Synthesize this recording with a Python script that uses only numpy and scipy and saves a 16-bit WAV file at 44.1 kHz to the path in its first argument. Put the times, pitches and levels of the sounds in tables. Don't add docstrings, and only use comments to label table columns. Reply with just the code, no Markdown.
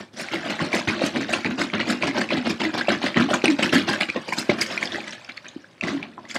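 import sys
import numpy as np
from scipy import signal
from scipy.io import wavfile
from scipy.ndimage import uniform_filter1d

SR = 44100
rng = np.random.default_rng(int(sys.argv[2]) if len(sys.argv) > 2 else 0)


def unload_audio(sound):
    columns = np.transpose(np.atleast_2d(sound))
    steps = np.round(np.clip(columns, -1, 1) * 32767)
    wavfile.write(sys.argv[1], SR, steps.astype(np.int16))


N = 281737
TIME = np.arange(N) / SR

# the water hits one end of the jug, then folds back on itself as a second wave.
# t/s, swell/s, decay/s, boom/dB, gurgle/dB, splash/dB, spray/dB, fold delay/s, fold against hit/dB
STROKES = [(0, 0.00073, 0.017, -33, -44, -46, -47, 0.13, -5.5),
           (0.148, 0.057, 0.022, -35, -36.5, -32, -33, 0.031, -18),
           (0.304, 0.034, 0.032, -28, -29, -27.5, -37, 0.063, -15),
           (0.421, 0.042, 0.038, -32.0, -32.5, -31.5, -43, 0.071, 5),
           (0.58, 0.035, 0.031, -26.5, -28, -28.5, -38.5, 0.059, -3),
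           (0.703, 0.046, 0.032, -26.5, -25, -23.5, -31.5, 0.077, -6.5),
           (0.872, 0.0026, 0.082, -25.5, -30, -25.5, -37, 0.14, -12),
           (0.978, 0.063, 0.025, -28, -28.5, -26.5, -34.5, 0.078, -0.5),
           (1.127, 0.037, 0.032, -23, -29.5, -27, -40, 0.075, -2.5),
           (1.275, 0.018, 0.047, -31.5, -31, -30.5, -38, 0.047, 5),
           (1.443, 0.012, 0.023, -22.5, -27.5, -27, -43, 0.056, -3.5),
           (1.569, 0.024, 0.035, -26, -28.5, -26.5, -34.5, 0.037, -0.5),
           (1.727, 0.0098, 0.035, -23.5, -27, -26.0, -51, 0.064, -1),
           (1.854, 0.033, 0.035, -23.5, -28.5, -27.5, -35.5, 0.041, 2),
           (2.001, 0.035, 0.029, -25, -25.5, -27, -38, 0.064, 1),
           (2.124, 0.055, 0.023, -23.5, -26, -26, -36, 0.082, -0.5),
           (2.281, 0.051, 0.021, -23.5, -25.5, -24.5, -42, 0.083, -2),
           (2.433, 0.035, 0.023, -22, -28.0, -27.5, -37.5, 0.058, 1.5),
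           (2.594, 0.0087, 0.038, -25.5, -26.5, -26, -37.5, 0.035, -1.5),
           (2.73, 0.012, 0.032, -28, -26.5, -28, -38, 0.042, 2),
           (2.881, 0.0057, 0.034, -20.5, -25.5, -21.5, -34.5, 0.031, -6),
           (3.004, 0.03, 0.041, -30, -28, -26.5, -37, 0.049, -2),
           (3.148, 0.024, 0.034, -18.5, -24.5, -22.5, -38, 0.047, -1),
           (3.273, 0.037, 0.025, -25.5, -23, -27.5, -36, 0.06, 3.5),
           (3.438, 0.0039, 0.031, -21, -24, -22, -31, 0.057, -6.5),
           (3.583, 0.007, 0.042, -25.5, -31, -27, -38, 0.038, 5),
           (3.72, 0.013, 0.04, -17, -24, -18, -27, 0.054, -9.5),
           (3.864, 0.025, 0.033, -24.5, -23.5, -22, -31, 0.06, -5),
           (3.966, 0.067, 0.014, -36.5, -33.5, -30.5, -41, 0.037, 8),
           (4.083, 0.0066, 0.006, -27.5, -34, -25, -47, 0.056, -12),
           (4.147, 0.018, 0.018, -27, -26, -32, -49, 0.08, -25),
           (4.269, 0.015, 0.028, -35, -31, -37, -36.5, 0.053, -1),
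           (4.356, 0.024, 0.029, -32.5, -36.0, -33, -32.5, 0.023, 3),
           (4.491, 0.005, 0.033, -22, -23, -24.5, -35.5, 0.086, -6.5),
           (4.603, 0.012, 0.019, -30.5, -43, -22.5, -21, 0.054, -18),
           (4.664, 0.051, 0.071, -37, -35.5, -31.5, -38, 0.14, -3.5),
           (4.8, 0.031, 0.035, -35.5, -31.5, -34, -39, 0.11, -11),
           (4.904, 0.031, 0.05, -34, -39, -36, -48, 0.036, -1),
           (5.064, 0.014, 0.022, -42.0, -42.5, -33.5, -43.5, 0.055, -1.5),
           (5.288, 0.0052, 0.011, -43.5, -50, -28.5, -45, 0.073, -14),
           (5.441, 0.0063, 0.06, -52, -50, -44.5, -64, 0.065, -9),
           (5.815, 0.019, 0.08, -29.5, -34, -35, -44.5, 0.051, 1),
           (6.025, 0.0028, 0.018, -46, -33.5, -37, -69, 0.038, -18),
           (6.172, 0.012, 0.018, -43.5, -38.5, -61, -82, 0.062, 1.5),
           (6.277, 0.026, 0.033, -46.5, -54, -39, -39.5, 0.063, 2.5),
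           (6.344, 0.017, 0.01, -32.5, -26, -28, -40.5, 0.011, -13)]


def slosh():
    # f/Hz, level/dB
    gurgle_eq = [(300, -8), (450, -7.5), (515, 0), (630, 2), (850, -3), (1150, -5), (1500, -24)]
    splash_eq = [(900, -10.5), (1250, -2.5), (1600, 2), (2200, -1.5), (3000, -2.5), (4300, -6), (5400, -23)]
    spray_eq = [(3600, -24.5), (4600, 3), (5100, 2.5), (6000, -1.5), (7700, -10), (10000, -21.5),
                (12500, -30.5), (15500, -58)]
    mist_eq = [(2000, -15), (5000, -9), (8000, 8.5), (11000, -7.5), (13000, -15.5), (15500, -21)]
    boom_db, gurgle_db, splash_db, spray_db = np.transpose(STROKES)[3:7]
    boom = steadied(jug(rng.standard_normal(N)), span_s=0.0335, amount=0.96)
    boom *= flow(boom_db, swell_scale=1.16, decay_scale=1.4, fold_db=-3, trickle_db=-33)
    gurgle = froth(gurgle_eq, 396.4, 1406, per_s=900, spread_db=5.5, cycles=2.08, even=1, clump_db=3)
    gurgle *= flow(gurgle_db, swell_scale=0.98, decay_scale=0.93, fold_db=-3, trickle_db=-17.5)
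    splash = froth(splash_eq, 967, 5050, per_s=4000, spread_db=3.5, cycles=2.9, even=1, clump_db=1)
    splash_env = flow(splash_db, swell_scale=1, decay_scale=1, fold_db=1, trickle_db=-13)
    spray = froth(spray_eq, 3980, 13600, per_s=3000, spread_db=5, cycles=15.3, even=0.39, clump_db=1)
    spray_env = flow(spray_db, swell_scale=1.22, decay_scale=0.68, fold_db=3.6, trickle_db=-20.5)
    mist = froth(mist_eq, 5000, 15000, per_s=3000, spread_db=5, cycles=12, even=.4, clump_db=2, bands=80)
    mist *= amp(-35) * np.tanh((spray_env / amp(-29.5)) ** 2.8)
    foam = amp(1) * gurgle + amp(0.3) * splash * splash_env + amp(-0.5) * (spray * spray_env + mist)
    return amp(0.5) * boom, foam, splash_env


def flow(levels_db, swell_scale, decay_scale, fold_db, trickle_db):
    # t/s, level/dB
    trickle = [(0, -24), (.1, -54.5), (.25, -28), (1, -32), (2, -34.5), (4, -32), (5, -29.5), (5.2, -37),
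               (5.65, -46), (6.15, -48), (6.39, -41)]
    power = amp(np.interp(TIME, *np.transpose(trickle)) + trickle_db) ** 2
    for (start, swell_s, decay_s, *_, delay_s, second_db), db in zip(STROKES, levels_db):
        hit = amp(db) * wave(swell_s * swell_scale, decay_s * decay_scale)
        fold = amp(db + second_db + fold_db) * wave(swell_s=0.0075, decay_s=decay_s * decay_scale)
        add(power, start, hit ** 2)
        add(power, start + delay_s, fold ** 2)
    return np.sqrt(power)


def wave(swell_s, decay_s):
    t, swell_s = TIME[:SR // 2], max(swell_s, .001)
    return np.minimum(t / swell_s, 1) ** 1.37 * np.exp(-np.maximum(t - swell_s, 0) / decay_s)


def jug(drive):
    # f/Hz, width/Hz, level/dB
    modes = [(103.5, 59, -16), (150, 55, -10), (161, 17, -6.5), (214.8, 16.2, -1.5), (245.6, 9.2, -0.5),
             (272.4, 32.6, -6.5), (325.8, 45.2, -2.5), (390.3, 51, -8.5)]
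    # f/Hz, level/dB
    boom_eq = [(30, -57), (60, -5), (95, 0), (390, -5), (460, 10), (700, -41.5), (2000, -75)]
    t = TIME[:SR // 4]
    ring = sum((-1) ** k * amp(db) * width * np.exp(-np.pi * width * t) * np.cos(2 * np.pi * hz * t)
               for k, (hz, width, db) in enumerate(modes))
    return colour(signal.oaconvolve(drive, ring * 2 * np.pi / SR)[:N], boom_eq)


def froth(eq, low_hz, high_hz, per_s, spread_db, cycles, even, clump_db, bands=160):
    out = np.zeros(N + SR)
    drift = uniform_filter1d(uniform_filter1d(rng.standard_normal(N), 200), 150)
    clumps = amp(clump_db * unit(drift))
    for hz in np.geomspace(low_hz, high_hz, bands):
        when, rarity, polarity = rng.random((int(per_s * N / SR / bands), 3)).T
        births = (when * N).astype(int)
        height = np.sign(polarity - .5) * amp(spread_db * np.minimum(-np.log(rarity), 4)) * clumps[births]
        ring = damped_ring(hz, cycles * 2 ** rng.uniform(-1.08, 1), glide=0.13, onset=0.49)
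        ring *= np.sqrt(hz / np.sum(ring ** 2))
        samples = births[:, None] + np.arange(len(ring))
        out += np.bincount(samples.ravel(), np.outer(height, ring).ravel(), len(out))
    return steadied(colour(out[:N], eq), span_s=0.023, amount=even)


def pops(splash_env):
    # t/s, level/dB, f/Hz, ring time/s
    loud_pops = [(.236, -22.5, 1700, 0.002), (.2868, -16, 2220, .0012), (.3597, -14.5, 2190, .0008),
                 (.5932, -12, 1920, .0008), (.886, -9, 1930, 0.0016), (.899, -12, 2230, 0.0016),
                 (1.1606, -12, 1710, .0015), (1.447, -8, 1990, 0.00081), (1.4608, -13.5, 2250, 0.0025),
                 (1.616, -11, 1480, 0.0026), (1.701, -18, 2260, 0.0013), (1.7371, -19, 2130, .0019),
                 (1.8105, -13.5, 2670, 0.0013), (2.0255, -6.5, 2360, 0.00078), (2.0369, -13, 2310, 0.0013),
                 (2.217, -11.5, 1650, 0.0015), (2.2904, -16, 2430, 0.0015), (2.3058, -11, 2350, .0025),
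                 (2.6064, -13.5, 2110, .002), (2.618, -12, 2800, .0011), (2.8121, -10, 1560, .0025),
                 (2.874, -18, 2540, 0.0026), (3.1445, -11.5, 2170, 0.00071), (3.1709, -5.5, 1990, 0.0015),
                 (3.224, -10, 2300, .0007), (3.3344, -6, 1370, 0.0017), (3.3433, -10, 1430, .0028),
                 (3.4212, -17, 2500, .0012), (3.4572, -1.5, 2540, 0.00082), (3.4574, -11, 8500, 0.00083),
                 (3.4812, -6.5, 2250, .002), (3.6602, -9, 1840, .0015), (3.6946, -17.5, 2700, 0.0042),
                 (3.755, -4, 1700, .0008), (3.7904, -11, 2750, .0007), (3.9382, -14, 1540, 0.0014),
                 (4.0177, -10, 2210, 0.0016), (4.0325, -8, 2760, .0008), (4.1009, -9.5, 2370, 0.0022),
                 (4.2902, -17.5, 2330, .0015), (4.3254, -15.5, 2060, .0037), (4.326, -16, 950, 0.0038),
                 (4.3355, -13.5, 2290, 0.0021), (4.386, -10, 4040, 0.0012), (4.614, -5.5, 4800, .0019),
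                 (4.62, -9.5, 2100, .0025), (4.7774, -5.5, 2240, 0.0014), (4.8565, -13.5, 4900, 0.0013),
                 (4.8674, -26.5, 4900, .0009), (4.8746, -17, 3400, 0.0015), (4.9218, -17.5, 3560, .0018),
                 (4.9463, -14, 1760, .0008), (4.9592, -17, 1820, 0.0016), (4.9842, -20, 735, .003),
                 (5.0056, -21, 2430, 0.0013), (5.0422, -28, 2150, 0.0026), (5.077, -24, 2340, 0.0009),
                 (5.109, -25.5, 5600, .0027), (5.2141, -34, 2370, .0021), (5.247, -28, 5200, .0007),
                 (5.3204, -29, 4030, .0013), (5.374, -24.5, 4330, .0016), (5.3777, -19, 2050, 0.00084),
                 (5.446, -31.5, 1510, 0.0022), (5.466, -25.5, 2380, 0.0015), (5.484, -29, 6350, 0.003),
                 (5.489, -27, 3580, .0012), (5.6447, -32.5, 1570, 0.0021), (5.8114, -12.5, 2500, 0.0015),
                 (5.8372, -11.5, 2100, .0008), (5.8841, -16, 1920, 0.0018), (6.029, -17.5, 2430, 0.0015),
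                 (6.2536, -29.5, 1870, 0.003), (6.3053, -26, 3240, .0015)]
    # rate/(1/s), f/Hz, pitch spread/octaves, level above the splash/dB
    bubble_sizes = [(16, 2020, 0.25, 15.5), (16, 4720, 0.32, 3.5)]
    spread_db, typical_ring_s = 2.2, .0015
    out, bubbles = np.zeros(N), list(loud_pops)
    for per_s, hz, octaves, above_db in bubble_sizes:
        times = rng.random(int(per_s * N / SR)) * (N - 1) / SR
        scatter = np.clip(rng.standard_normal((len(times), 3)), -2, 2)
        for at, (strength, pitch, length) in zip(times, scatter):
            db = 20 * np.log10(splash_env[int(at * SR)]) + above_db + spread_db * strength
            bubbles.append((at, db, hz * 2 ** (octaves * pitch), typical_ring_s * 2 ** (length / 2)))
    for at, db, hz, ring_s in bubbles:
        crest_s = .8 * max(ring_s, .001)
        add(out, at - crest_s, pop(db, hz, crest_s))
    return colour(out, [(5000, -2.5), (7500, -8), (10000, -10), (15000, -54)])


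def pop(db, hz, crest_s):
    t = TIME[:SR // 50]
    swell = (t / crest_s * np.exp(1 - t / crest_s)) ** 2
    ring = np.sin(2 * np.pi * hz * (t - crest_s) * (1 + 15 * (t - crest_s)))
    band = signal.butter(2, [hz * .6, min(hz * 2.2, hz + 3000)], "band", fs=SR)
    tick = unit(signal.lfilter(*band, rng.standard_normal(len(t))))
    return amp(db) * swell * (ring + amp(-15) * tick)


def slaps():
    # t/s, level/dB, f/Hz
    hits = [(0.614, -13, 148), (0.741, -5.5, 367), (.875, -11.5, 125), (1.018, -2, 550), (1.036, -5, 273),
            (2.884, 1.5, 600), (3.04, -6.5, 275), (3.169, -6, 213), (3.44, -1, 403), (3.593, -5.5, 590),
            (3.755, -14, 272), (4.161, -7, 487), (4.493, 3, 365), (5.562, -16, 293), (5.833, -23, 123),
            (6.18, -17, 1000)]
    out = np.zeros(N)
    for at, db, hz in hits:
        thump = damped_ring(hz, cycles=1.12, glide=0.0061, onset=0.68)
        low_cut = signal.butter(2, hz * .4, "high", fs=SR)
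        add(out, at - .001, amp(db - 7.5) * signal.lfilter(*low_cut, thump))
    return out


def glugs():
    # t/s, length/s, level/dB, first f/Hz, last f/Hz
    pockets = [(1.169, 0.074, -29.5, 292, 241), (1.489, 0.1, -25, 226, 289), (2.072, 0.082, -26, 283, 244),
               (2.37, 0.071, -21.5, 267, 232), (2.653, 0.065, -22, 312, 311), (2.918, 0.028, -19, 341, 265),
               (3.195, 0.097, -17, 219.4, 315), (3.479, 0.078, -13, 324.6, 253),
               (3.754, 0.064, -14.5, 244.5, 324), (5.922, 0.083, -23.5, 287, 259)]
    out = np.zeros(N)
    slow_noise = colour(rng.standard_normal(N), [(60, 7), (200, -93), (600, -127)])
    wobble = steadied(slow_noise, span_s=0.098, amount=0.97)
    for start, length_s, db, first_hz, last_hz in pockets:
        progress = np.linspace(0, 1, int(length_s * SR))
        squeeze = wobble[int(start * SR):][:len(progress)]
        hz = (first_hz + (last_hz - first_hz) * progress) * (1 + .025 * squeeze)
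        envelope = np.minimum(progress / .08, 1) * np.cos(progress * np.pi / 2) * amp(1.2 * squeeze)
        add(out, start, amp(db - .5) * envelope * np.sin(2 * np.pi * np.cumsum(hz) / SR))
    return out


def walls(drive, t60_s, low_hz, high_hz, count, block=4096):
    out, t = np.zeros(N), TIME[:block // 2]
    window = signal.windows.hann(block, sym=False)
    span = np.log(high_hz / low_hz)
    for start in range(0, N - block, block // 2):
        detune, phase = rng.random((2, count, 1))
        hz = low_hz * np.exp(span * (np.arange(count)[:, None] + detune) / count)
        modes = amp(-60 * t / t60_s) * np.sin(2 * np.pi * (hz * t + phase))
        share = 2 * hz * span / count / SR
        ring = (modes * np.sqrt(share) / np.linalg.norm(modes, axis=1, keepdims=True)).sum(0)
        add(out, start / SR, signal.fftconvolve(drive[start:start + block] * window, ring))
    return out


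def room(sound, size=20480):
    # f/Hz, T60/s
    decay_times = [(100, 0.36), (300, 0.21), (1000, 0.34), (4000, 0.13), (12000, 0.31)]
    echoes = rng.choice([-1., 1.], size) * (rng.random(size) < 3000 / SR)
    echoes *= TIME[:size] > .004
    hz, t, spectrum = signal.stft(echoes, SR, nperseg=256)
    fade = amp(-60 * t / curve_at(decay_times, hz)[:, None])
    tail = signal.istft(spectrum * fade, SR, nperseg=256)[1]
    return signal.oaconvolve(sound, tail / np.linalg.norm(tail))[:N]


def room_tone():
    # f/Hz, level/dB
    hush_eq = [(25, -8), (60, 3), (110, 22.5), (220, 15), (400, 16.5), (1500, 2), (4000, -18), (9000, -14),
               (15000, -37)]
    return unit(colour(rng.standard_normal(N), hush_eq))


def damped_ring(hz, cycles, glide, onset):
    turns = np.arange(int(7 * cycles * SR / hz) + 8) * hz / SR
    envelope = (1 - np.exp(-(turns / onset) ** 2)) * np.exp(-turns / cycles)
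    return envelope / envelope.max() * np.sin(2 * np.pi * turns * (1 + glide * turns / turns[-1]))


def steadied(x, span_s, amount):
    power = abs(uniform_filter1d(x ** 2, int(span_s * SR))) + 1e-12
    return unit(x / power ** (amount / 2))


def colour(x, eq, size=4096):
    log_gain = np.log(amp(curve_at(eq, abs(np.fft.fftfreq(size, 1 / SR)))))
    taps = np.fft.ifft(np.exp(np.conj(signal.hilbert(log_gain)))).real
    return signal.oaconvolve(x, taps[:size // 2])[:N]


def curve_at(points, hz):
    f, value = np.transpose(points)
    return np.interp(np.log(hz + 1), np.log(f + 1), value)


def add(mix, start_s, sound):
    part = mix[max(round(start_s * SR), 0):][:len(sound)]
    part += sound[:len(part)]


def amp(db):
    return 10 ** (np.asarray(db) / 20)


def unit(x):
    return x / np.sqrt(np.mean(x ** 2) + 1e-20)


def scene():
    hush = amp(-56) * room_tone()
    boom, foam, splash_env = slosh()
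    popping = pops(splash_env)
    ringing = walls(amp(-7) * foam + amp(-9) * popping, t60_s=.038, low_hz=500, high_hz=14000, count=90)
    near = boom + amp(-1.3) * foam + amp(-2) * popping + ringing + slaps() + glugs()
    return (near + amp(-12.5) * room(near) + hush)[None]


def record(dry):
    # f/Hz, level/dB
    mic_eq = [(40, 4), (90, 0.5), (125, -3), (175, 2), (220, 0.5), (280, 2.2), (395, -1), (460, -6.5),
              (520, 1.9), (700, -0.1), (2000, 0.65), (6000, 0.2), (11000, 3.5), (15000, 9)]
    ceiling = .8
    low_cut = signal.butter(4, 62, "high", fs=SR, output="sos")
    high_cut = signal.firwin(511, 15750, window=("kaiser", 9), fs=SR)
    thin = signal.sosfilt(low_cut, colour(dry[0], mic_eq))
    rounded = thin / (1 + (thin / ceiling) ** 4) ** .25
    return signal.oaconvolve(rounded, high_cut, "same")[None]


dry = scene()
out = record(dry)
unload_audio(out)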